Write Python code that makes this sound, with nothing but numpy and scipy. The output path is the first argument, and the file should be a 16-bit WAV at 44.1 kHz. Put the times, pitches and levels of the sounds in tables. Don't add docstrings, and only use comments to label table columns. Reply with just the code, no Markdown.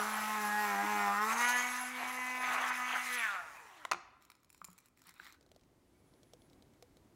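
import sys
import numpy as np
from scipy import signal
from scipy.fft import rfft, irfft, next_fast_len
from scipy.io import wavfile
from scipy.ndimage import uniform_filter1d, map_coordinates

SR = 44100
rng = np.random.default_rng(int(sys.argv[2]) if len(sys.argv) > 2 else 0)


def log_audio(samples):
    frames = np.atleast_2d(samples).T
    limited = np.clip(frames, -1, 1)
    pcm = np.round(limited * 32767).astype(np.int16)
    wavfile.write(sys.argv[1], SR, pcm)


N = 315315
T = np.arange(N) / SR

LIFT_OFF, SWITCH_OFF = 1.24, 3.165
UNEVEN_ENDS = 1.17

# (frequency [Hz], density [dB per Hz])
HOUSING = [(150, -30), (400, -17.5), (600, -11.5), (800, 1), (1200, 2), (2000, -4.5), (2600, -9.5),
           (3200, -16.5), (4500, -25), (7000, -44.5)]
# (frequency [Hz], density [dB per Hz])
HISS = [(590, -36), (1000, -7.5), (1040, -14.5), (2000, -5), (2380, -9), (3360, -10), (4980, -11.5),
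        (9180, -13.5), (15800, -19)]
# (frequency [Hz], density [dB per Hz])
SHOCK = [(1500, -24), (2600, -11), (3900, 1), (5000, -7), (6300, -3), (9000, -13), (15800, -25)]
# (frequency [Hz], relative level [dB], t60 [s])
BODY = [(813, -13, 0.04), (1070, 7.5, 0.021), (1310, 3, 0.013), (1340, 14.5, 0.0091), (1990, -3.5, 0.017),
        (2370, 3.5, 0.018)]
# (frequency [Hz], relative level [dB], t60 [s])
PARTS = [(2300, -3, .005), (3200, -2, .004), (4100, -1, .004), (5200, -2, .005)]
# (frequency [Hz], relative level [dB], t60 [s])
STEEL = [(6270, -5.5, 0.012), (7070, 8.5, 0.013), (8110, 4.5, 0.0091), (10240, 4.5, 0.011),
         (12700, -11, 0.0045), (15000, 0.5, 0.0053)]
# (start [s], end [s], low level [dB], high level [dB], swell from start to end [dB])
RUB = [(3.755, 3.815, -64, -77, 0), (4.199, 4.265, -73, -75, 3), (4.247, 4.483, -84, -94, -13),
       (4.489, 4.64, -85, -77, 12), (4.642, 4.891, -81.5, -82.5, 11), (4.956, 5.058, -77.5, -75, 4),
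       (5.044, 5.139, -63.5, -71, -7), (5.128, 5.218, -65.5, -77, 10), (5.188, 5.323, -60, -65, 5),
       (5.297, 5.37, -66.5, -75, -1)]


def amp(db):
    return 10 ** (np.asarray(db) / 20)


def unit(x):
    return x / np.sqrt(np.mean(x ** 2) + 1e-20)


def even(x):
    power = uniform_filter1d(uniform_filter1d(x ** 2, size=SR // 20), size=SR // 20)
    return x / np.sqrt(np.abs(power) + 1e-12)


def noise():
    return rng.standard_normal(N)


def along(points, hz):
    f, v = np.transpose(points)
    return np.interp(np.log(hz + 1), np.log(f + 1), v)


def curves(rows):
    s, *cols = np.transpose(rows)
    return [np.interp(T, s, c) for c in cols]


def during(start, end, fade):
    return np.clip(np.minimum(T - start, end - T) / fade, 0, 1)


def stage(levels):
    return levels[0] + (levels[1] - levels[0]) * during(LIFT_OFF, 8, 0.19)


def wobble(rate):
    return map_coordinates(rng.standard_normal(int(N * rate / SR) + 4), [T * rate])


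def filtered(x, response):
    m = next_fast_len(N + SR // 4)
    return irfft(rfft(x, m) * response(np.fft.rfftfreq(m, 1 / SR)), m)[:N]


def coloured(x, spectrum):
    return unit(filtered(x, lambda hz: amp(along(spectrum, hz))))


def resonant(x, peaks):
    def response(f):
        return sum((-1) ** k * amp(db) * 1j * f * width / (hz * hz - f * f + 1j * f * width)
                   for k, (hz, width, db) in enumerate(peaks))
    return unit(filtered(x, response))


def patchy(x, db, size):
    z = signal.stft(x, nperseg=256)[2]
    field = uniform_filter1d(rng.standard_normal(z.shape), size=3, axis=0)
    field = uniform_filter1d(field, size=size, axis=1)
    return signal.istft(z * amp(db * unit(field)), nperseg=256)[1][:N]


def ring(modes, crack, spread=.045):
    t = np.arange(SR // 3) / SR
    x = sum(amp(db + rng.normal(0, 3) - 60 * t / t60) * np.sin(2 * np.pi * hz * rng.normal(1, spread) * t)
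            for hz, db, t60 in modes)
    x = x + crack * amp(-60 * t / 0.017) * np.diff(rng.standard_normal(len(t) + 1))
    x = x * (1 - np.exp(-t / 0.00074))
    return x / np.abs(x).max()


def burst(seconds, t60):
    t = np.arange(int(SR * seconds)) / SR
    return amp(-60 * t / t60) * rng.standard_normal(len(t))


def add(track, s, x):
    track[round(s * SR):][:len(x)] += x


def shaft():
    drag_s, friction = 1.23, 170
    # (time [s], speed [turns per s])
    powered = [(0, 208), (.08, 214), (.34, 214.3), (.47, 208), (.62, 210.5), (.76, 198), (.9, 210.4),
               (1.09, 201), (1.16, 203.5), (1.41, 240), (1.52, 246.2), (1.9, 251), (2.4, 253),
               (2.51, 249.5), (2.6, 252), (2.8, 249.5), (2.94, 250.6), (3.16, 247)]
    driven, = curves(powered)
    return (driven + friction) * np.exp(-np.clip(T - SWITCH_OFF, 0, None) / drag_s) - friction


def housing(speed, turn, pulsing, uneven):
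    steady_play = (.18, .33)
    smear_tight, smear_loose, smear_brushing = .2, 1.6, .7
    slide_octaves = .3
    split_hz = (1100, 1650)
    # (time [s], level [dB], lower part over it [dB], upper part over it [dB])
    rattle_rows = [(0.0, -40, 2, -5), (0.03, -39, -6.5, -10.5), (0.13, -44.5, 0, -1),
                   (0.47, -46.5, 3.5, 1.5), (0.71, -44, 2.5, 1.5), (0.87, -47, 7, 3),
                   (1.04, -39.5, 0.5, -2), (1.1, -43.5, 7.5, -1), (1.2, -35.5, -10, -9.5),
                   (1.243, -35, -6.5, -7.5), (1.251, -50, -4.5, 2.5), (1.265, -39, -4, -9.5),
                   (1.32, -36.5, -6.5, -1.5), (1.35, -43.5, 1.5, -2.5), (1.45, -37.5, -3, 4.5),
                   (1.5, -45, 8, 8), (1.54, -43, 3.5, 7.5), (1.77, -50, 0, 6), (1.82, -47, 2, -2),
                   (1.89, -50.5, -10.5, 2), (2.03, -55, 13, 12.5), (2.07, -50, 1, 4.5), (2.37, -52, 2, 9),
                   (2.4, -50.5, 4.5, 4), (2.45, -47.5, 3.5, 10.5), (2.5, -40.5, -1, -1),
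                   (2.72, -40, -6, -0.5), (2.74, -59, 4, 18.5), (2.8, -43.5, -2, -2), (2.89, -44, -8, 3.5),
                   (2.96, -40, -3, 0), (3.05, -53, -5, 9.5), (3.26, -45, -6, 9.5),
                   (3.28, -41.5, -13.5, -2.5), (3.35, -45.5, -1.5, -1.5), (3.39, -45, -10.5, -9),
                   (3.44, -66.5, 7.5, 5), (3.76, -76, 12, 12), (3.83, -65.5, -0.5, 2.5)]
    # (middle [s], half length [s], change of looseness [0-1])
    bouts = [(0.15, .42, .42), (1.2, .07, -.3), (1.35, .11, .3), (1.51, .11, -.22), (1.95, .25, .3),
             (2.28, .12, -.1), (2.61, .2, .45), (2.93, .09, .4), (3.1, .08, .12), (3.2, .04, .12),
             (3.27, .03, -.08), (3.34, .08, .3), (3.44, .04, -.1), (3.72, .3, .4)]
    # (time [s], frequency [Hz], boost [dB])
    slide_rows = [(3.17, 2420, 1), (3.2, 2450, 7.5), (3.26, 1750, 6), (3.3, 1380, 8), (3.33, 1340, 3.5)]
    rattle_db, lower_db, upper_db = curves(rattle_rows)
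    slide_hz, slide_db = curves(slide_rows)
    bout_play = sum(more * during(s - half, s + half, half) for s, half, more in bouts)
    loose = np.clip(stage(steady_play) + bout_play, 0, 1)
    smear = smear_tight + smear_loose * loose + smear_brushing * during(-1, UNEVEN_ENDS, .03)
    contact = turn + .19 * loose * wobble(110)

    def order(k):
        level_db = 2.6 * wobble(18) + 2.3 * wobble(6) - 1.3 * max(k - 9, 0)
        return amp(level_db) * np.sin(k * contact + smear * wobble(8))

    def slide(k):
        return amp(slide_db * np.exp(-(np.log2(k * speed / slide_hz) / slide_octaves) ** 2))

    knocks = sum(slide(k) * order(k) for k in range(3, 20))
    between = sum(order(k + .5) for k in range(2, 20))
    steady = coloured(amp(0.84 * wobble(90)) * (knocks + uneven * between), HOUSING)
    once_a_turn = np.exp(.85 * pulsing * np.cos(contact + .4 * wobble(20)))
    chatter = patchy(once_a_turn * amp(1.3 * wobble(70)) * noise(), db=3.5, size=20)
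    rattle = np.cos(loose * np.pi / 2) * steady + np.sin(loose * np.pi / 2) * coloured(chatter, HOUSING)
    below, under = [filtered(rattle, lambda hz: 1 / (1 + (hz / edge) ** 12)) for edge in split_hz]
    parts = amp(lower_db) * even(below) + even(under - below) + amp(upper_db) * even(rattle - under)
    return amp(rattle_db) * parts


def whine(turn):
    # (time [s], level [dB])
    fourth = [(0, -62), (.3, -47), (.52, -36), (.7, -33.5), (.78, -37.5), (1.04, -36.5), (1.2, -68),
              (1.44, -48), (1.7, -54), (1.93, -74), (2.04, -49), (2.42, -43), (2.51, -47), (2.69, -68),
              (2.77, -80.5), (2.95, -42.5), (3.04, -89), (3.29, -76), (3.4, -48.5), (3.5, -69), (3.83, -66)]
    # (time [s], level [dB])
    eighth = [(.44, -71), (.5, -48), (.64, -48), (.78, -58), (.9, -52), (1.0, -64), (1.36, -57),
              (1.45, -38), (1.65, -70), (2.1, -55), (2.2, -46), (2.4, -54.5), (2.5, -66), (3.3, -61),
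              (3.5, -65), (3.83, -72)]
    fourth_db = curves(fourth)[0] + 1.2 * wobble(18) - 7
    eighth_db = curves(eighth)[0] + 2.5 * wobble(18)
    return amp(fourth_db) * np.sin(4 * turn) + amp(eighth_db) * np.sin(8 * turn)


def air(turn, pulsing):
    ring_knots, flare_db = (650, 440), (2.5, 4)
    # (time [s], level [dB])
    hiss_rows = [(0.0, -44.5), (0.16, -47.5), (0.72, -46), (0.77, -53.5), (0.99, -48.5), (1.22, -46),
                 (1.33, -39), (1.36, -48), (1.41, -37.5), (1.47, -47), (1.49, -38), (1.55, -47),
                 (1.58, -39), (1.6, -45), (1.89, -48.5), (1.95, -52.5), (2.08, -48.5), (2.46, -52),
                 (2.54, -43), (2.57, -52.5), (2.69, -47), (2.71, -59), (2.74, -48), (2.87, -52.5),
                 (3.04, -46.5), (3.16, -42.5), (3.17, -50), (3.21, -47.5), (3.38, -58.5), (3.83, -66.5)]
    # (frequency [Hz], width [Hz], relative level [dB])
    brushing = [(3535, 870, -5), (5430, 590, -1.5), (7370, 490, 1), (9580, 4800, -8.5), (12600, 2200, -2.5),
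                (15700, 960, -11)]
    # (frequency [Hz], width [Hz], relative level [dB])
    running_free = [(3770, 430, -1), (5460, 2300, 1.5), (6820, 2730, 2), (9750, 1600, -1.5),
                    (13100, 3300, -8), (15800, 780, -12.5)]
    # (time [s], lower level [dB], upper level [dB], lower frequency [Hz], upper frequency [Hz])
    ring_rows = [(0.0, -59, -49.5, 5940, 11000), (0.06, -59, -53, 6070, 10900),
                 (1.19, -64, -70.5, 6170, 11100), (1.34, -49, -60.5, 6470, 10960),
                 (1.43, -48, -47.5, 6310, 10870), (1.64, -50.5, -57, 6480, 11130),
                 (1.89, -63, -51, 6210, 11000), (1.92, -67, -62, 6240, 11200),
                 (2.84, -59.5, -62.5, 6260, 10900), (3.1, -67, -62, 6240, 10940),
                 (3.15, -64, -52, 6160, 10860), (3.3, -86, -74, 6350, 11100), (3.83, -88, -95, 6530, 11100)]
    broad_db, = curves(hiss_rows)
    lower_db, upper_db, lower_hz, upper_hz = curves(ring_rows)
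    once_a_turn = np.exp(.55 * pulsing * np.cos(turn + .6 * wobble(20)))
    free = during(LIFT_OFF, 8, 0.047)
    broad = patchy(once_a_turn * amp(1.4 * wobble(60)) * noise(), db=2.0, size=30)
    x = amp(broad_db - 4.5) * ((1 - free) * resonant(broad, brushing) + free * resonant(broad, running_free))
    for db, hz, knots, depth_db in zip((lower_db, upper_db), (lower_hz, upper_hz), ring_knots, flare_db):
        phase = 2 * np.pi * np.cumsum(hz) / SR
        narrow = unit(once_a_turn * (wobble(knots) * np.sin(phase) + wobble(knots) * np.cos(phase)))
        x = x + amp(db) * unit(amp(depth_db * wobble(33.85))) * narrow
    return x


def motor_hum(speed, turn, uneven):
    level_db = stage((-45.5, -46.5))
    fade_db_per_s = 5
    off_db, fall_db, free_speed = -2, 34, 250
    half_order_db = -18
    off, halvings = during(SWITCH_OFF - .03, 8, 0.049), np.log2(free_speed / speed)
    drawn_away_db = fade_db_per_s * np.clip(T - LIFT_OFF, 0, None)
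    hum_db = level_db - drawn_away_db + 0.88 * wobble(8.2) + off * (off_db - fall_db * halvings)
    second = amp(-7.5 + 4.7 * wobble(12)) * np.sin(2 * turn)
    halfway = uneven * amp(half_order_db + 10.0 * wobble(20.0)) * np.sin(3 * turn / 2)
    return amp(hum_db) * (np.sin(turn) + second + halfway)


def pin_shake():
    shaking = resonant(noise(), [(82, 20, 0.54), (360, 82, -0.5)])
    return during(-1, LIFT_OFF, 0.028) * amp(-69 + 3 * wobble(29)) * shaking


def scratch():
    return during(-1, LIFT_OFF, 0.17) * amp(-50.5) * coloured(noise(), HISS)


def tool():
    uneven_free, uneven_per_load, uneven_from = .06, 7, 217
    smooth_below = 170
    speed = np.clip(shaft(), 1, None)
    turn = 2 * np.pi * np.cumsum(speed) / SR
    pulsing = np.clip(speed / smooth_below, 0, 1) ** 3
    load = np.clip(1 - speed / uneven_from, 0, 1)
    uneven = uneven_free + during(-1, UNEVEN_ENDS, 0.018) * uneven_per_load * load
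    motor = housing(speed, turn, pulsing, uneven) + whine(turn) + scratch() + air(turn, pulsing)
    hum = during(-1, 4.9, 0.062) * motor_hum(speed, turn, uneven)
    return during(-1, 3.9, 0.035) * motor, hum + pin_shake()


def shop():
    move = [5.1, 6.2]  # s, from one bench to the other
    # (frequency [Hz], density [dB per Hz])
    hum_colour = [(15, -36.5), (25, 3.5), (75, 1), (220, -3.5), (253, 0), (377, -3), (426, -7.5),
                  (706, -12), (917, -15), (1050, -16), (1600, -23), (2080, -44), (3520, -120)]
    hum_db = np.interp(T, move, (-73.5, -66))
    hiss_db = np.interp(T, move, (-84.5, -77.5))
    swell_db = 1.2 * wobble(7)
    return amp(hum_db + swell_db) * coloured(noise(), hum_colour) + amp(hiss_db) * coloured(noise(), HISS)


def switch():
    x = np.zeros(N + SR)
    add(x, SWITCH_OFF - .015, amp(-39) * ring(STEEL[2:], crack=1.5))
    return x[:N]


def narrow_bands():
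    # (start [s], end [s], frequency [Hz], width [Hz], level [dB])
    bands = [(3.53, 3.7, 2450, 260, -69), (5.85, 6.06, 8120, 60, -93), (5.98, 6.6, 9800, 70, -95),
             (5.85, 6.5, 10200, 900, -89), (5.9, 6.9, 2240, 120, -91)]
    x = np.zeros(N)
    for start, end, hz, width, db in bands:
        peak = [(hz, width, 0)]
        band = resonant(resonant(noise(), peak), peak)
        x = x + during(start, end, 0.035) * amp(db + 4.9 * wobble(23)) * band
    return x


def rubbing():
    # (frequency [Hz], density [dB per Hz])
    low_colour = [(410, -38), (700, -10), (1220, 0), (1590, -4), (2030, 1), (2730, -10), (3300, -12),
                  (3800, -4.5), (4300, -10), (4800, -30), (7000, -60)]
    high_colour = [(2470, -34), (4200, -4), (4820, -4), (5630, 1.5), (6440, -14), (7310, -1), (9440, -10.5),
                   (15800, -7.5)]
    grip_db = 1.2 * wobble(40)
    slips = patchy(amp(3.0 * wobble(400) + grip_db) * noise(), db=3.0, size=12)
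    low, high = coloured(slips, low_colour), coloured(slips, high_colour)
    x = np.zeros(N)
    for start, end, low_db, high_db, swell_db in RUB:
        swell = amp(swell_db * (np.clip((T - start) / (end - start), 0, 1) - .5))
        x = x + during(start, end, 0.026) * swell * (amp(low_db) * low + amp(high_db) * high)
    return x


def clicks():
    middle_over_db, middle_per_heft = 1, 0.8
    faint_per_s, faint_db, faint_spread_db, faint_heft_db = 18, -61, 6.5, -17.5
    # (time [s], treble level [dB], heft: bass over the treble [dB])
    handling = [(4.223, -49.5, -10), (4.2504, -45.5, -13), (4.301, -42, -6), (4.3173, -50, -3),
                (4.352, -52.5, -8), (4.4316, -53.5, -15), (4.4458, -51.5, -12), (4.5018, -42.5, -14.5),
                (4.5277, -42, -22), (4.546, -46, -10), (4.5777, -46, -23), (4.644, -29, -19),
                (4.6485, -30.5, -22), (4.676, -46, -20), (4.7018, -46, -21), (4.713, -50.5, -20),
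                (4.7296, -41, -24), (4.786, -39.5, -18), (4.802, -50, -18), (4.858, -45.5, -22),
                (4.876, -60.5, -18), (4.884, -51.5, -15), (4.974, -54, -14), (4.992, -56, -14),
                (5.018, -46, -11), (5.039, -54, -8), (5.069, -41.5, -23), (5.092, -39.5, -10),
                (5.108, -51, -12), (5.14, -45, -15), (5.154, -54.5, -13), (5.2449, -42.5, -16),
                (5.2663, -48.5, -12), (5.324, -42, -14)]
    # (time [s], peak level [dB], pitch [Hz])
    knocks = [(4.3, -52, 1240), (4.6163, -37, 1170), (4.685, -50, 990), (4.974, -62, 2040),
              (5.1987, -36, 1480), (5.2663, -46, 1880)]
    # (multiple of the pitch, relative level [dB], t60 [s])
    knock_modes = [(.65, -16, 0.02), (1, 2.5, 0.01), (1.12, -2, .012), (1.7, 0.5, .006), (2.6, -9, .005)]
    x = np.zeros(N + SR)
    faint = [(rng.uniform(start, end), rng.normal(faint_db, faint_spread_db), faint_heft_db)
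             for start, end, *_ in RUB for _ in range(round((end - start) * faint_per_s))]
    for s, db, hz in knocks:
        add(x, s, amp(db) * ring([(k * hz, level, t60) for k, level, t60 in knock_modes], crack=.05))
    for s, db, heft_db in handling + faint:
        middle_db = middle_over_db + middle_per_heft * heft_db
        add(x, s, amp(db - 6.5) * ring(STEEL, crack=2.0))
        add(x, s, amp(db + middle_db) * ring(PARTS, crack=0.082))
        add(x, s, amp(db + heft_db - 2.0) * ring(BODY, crack=0))
    return x[:N]


def clank():
    # (time [s], peak level [dB])
    touches = [(3.851, -28), (3.892, -54.5)]
    # (frequency [Hz], relative level [dB], t60 [s])
    chuck = [(703, -1.5, 0.033), (1040, 6.5, 0.018), (1380, 8, 0.014), (1970, 9.5, 0.014),
             (3770, -8, 0.008), (6540, -10, .006)]
    # (time [s], level [dB], treble over it [dB])
    bounces = [(3.9144, -17.5, 0), (3.919, -16.5, -1.5), (3.9266, -26.5, -12), (3.933, -23, -4),
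               (3.9454, -28, -21)]
    # (time [s], peak level [dB], upper mode over the lower [dB])
    bumps = [(3.93, -48.5, 7), (4.62, -63, -12), (4.686, -58.5, -12), (5.072, -66, -10), (5.2, -65, 9)]
    # (frequency [Hz], t60 [s])
    bench = [(180, .25), (355, .22)]
    x, dull, sharp = np.zeros(N + SR), np.zeros(N + SR), np.zeros(N + SR)
    for s, db, treble_db in bounces:
        add(x, s, amp(db - 5.5) * ring(BODY, crack=0))
        add(dull, s, amp(db) * burst(.05, t60=0.012))
        add(sharp, s, amp(db + treble_db) * burst(.05, t60=0.015))
    for s, db in touches:
        add(x, s, amp(db) * ring(chuck, crack=0.2))
        add(sharp, s, amp(db + 1.5) * burst(.05, t60=0.012))
    for s, db, upper_db in bumps:
        modes = [(hz, level, t60) for (hz, t60), level in zip(bench, (0, upper_db))]
        add(x, s, amp(db) * ring(modes, crack=0, spread=.01))
    dull_cracks = filtered(dull[:N], lambda hz: amp(along(HOUSING, hz) + 6.0))
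    sharp_cracks = filtered(sharp[:N], lambda hz: amp(along(SHOCK, hz) - 2.5))
    cracks = dull_cracks + sharp_cracks
    return x[:N] + cracks, cracks


def ticks():
    treble_db, treble_grows, usual_db = -13, 0.42, -53
    # (time [s], level [dB], thud over it [dB])
    tick_rows = [(5.4101, -54, -2.5), (5.427, -57, -13), (5.463, -58, 0), (5.4905, -63, -8),
                 (5.5158, -50, 1), (5.547, -59, -10), (5.562, -52.5, 3.5), (5.5947, -61, -14),
                 (5.611, -58, -13), (5.635, -58, -3), (6.1377, -59, 1), (6.2318, -51, -5),
                 (6.335, -46, 2.5), (6.419, -55, -3), (6.499, -56.5, -18), (6.5316, -52, -8),
                 (6.6237, -52, -7), (6.736, -59, -18), (6.8249, -45, -0.5), (6.9693, -51.5, -3)]
    thud_modes = [(506, -5, 0.08), (627, 6.5, 0.018), (1160, 0.5, 0.0092)]  # (Hz, relative dB, t60 s)
    x, snap = np.zeros(N + SR), np.zeros(N + SR)
    for s, db, thud_db in tick_rows:
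        steel_db = db + treble_db + treble_grows * (db - usual_db)
        add(x, s, amp(db + thud_db - 4.5) * ring(thud_modes, crack=0))
        add(x, s, amp(db - 6.0) * ring(PARTS, crack=0))
        add(x, s, amp(steel_db) * ring(STEEL[2:], crack=1.6))
        add(snap, s, amp(db) * burst(.025, t60=0.023))
    return x[:N] + filtered(snap[:N], lambda hz: amp(along(SHOCK, hz) - 1.0))


def room(x):
    # (frequency [Hz], t60 [s])
    decay = [(200, 0.58), (1000, 0.87), (3000, 0.7), (8000, 0.35), (15000, 0.1)]
    hz, t, z = signal.stft(rng.standard_normal(SR), SR, nperseg=256)
    tail = signal.istft(z * amp(-60 * t / along(decay, hz)[:, None]), SR, nperseg=256)[1]
    return signal.fftconvolve(np.pad(x, (SR // 200, 0)), tail / np.linalg.norm(tail))[:N]


def scene():
    motor, hum = tool()
    blow, cracks = clank()
    small = switch() + clicks()
    echo = room(amp(-11.0) * motor) + room(amp(-23) * (blow + cracks)) + room(amp(-14.5) * small)
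    return (motor + hum + shop() + small + narrow_bands() + rubbing() + blow + ticks() + echo)[None]


def record(dry):
    top_hz, bass_hz = 15800, 36
    return filtered(dry[0], lambda hz: (hz < top_hz) * hz ** 4 / (hz ** 4 + bass_hz ** 4))[None]


dry = scene()
out = record(dry)
log_audio(out)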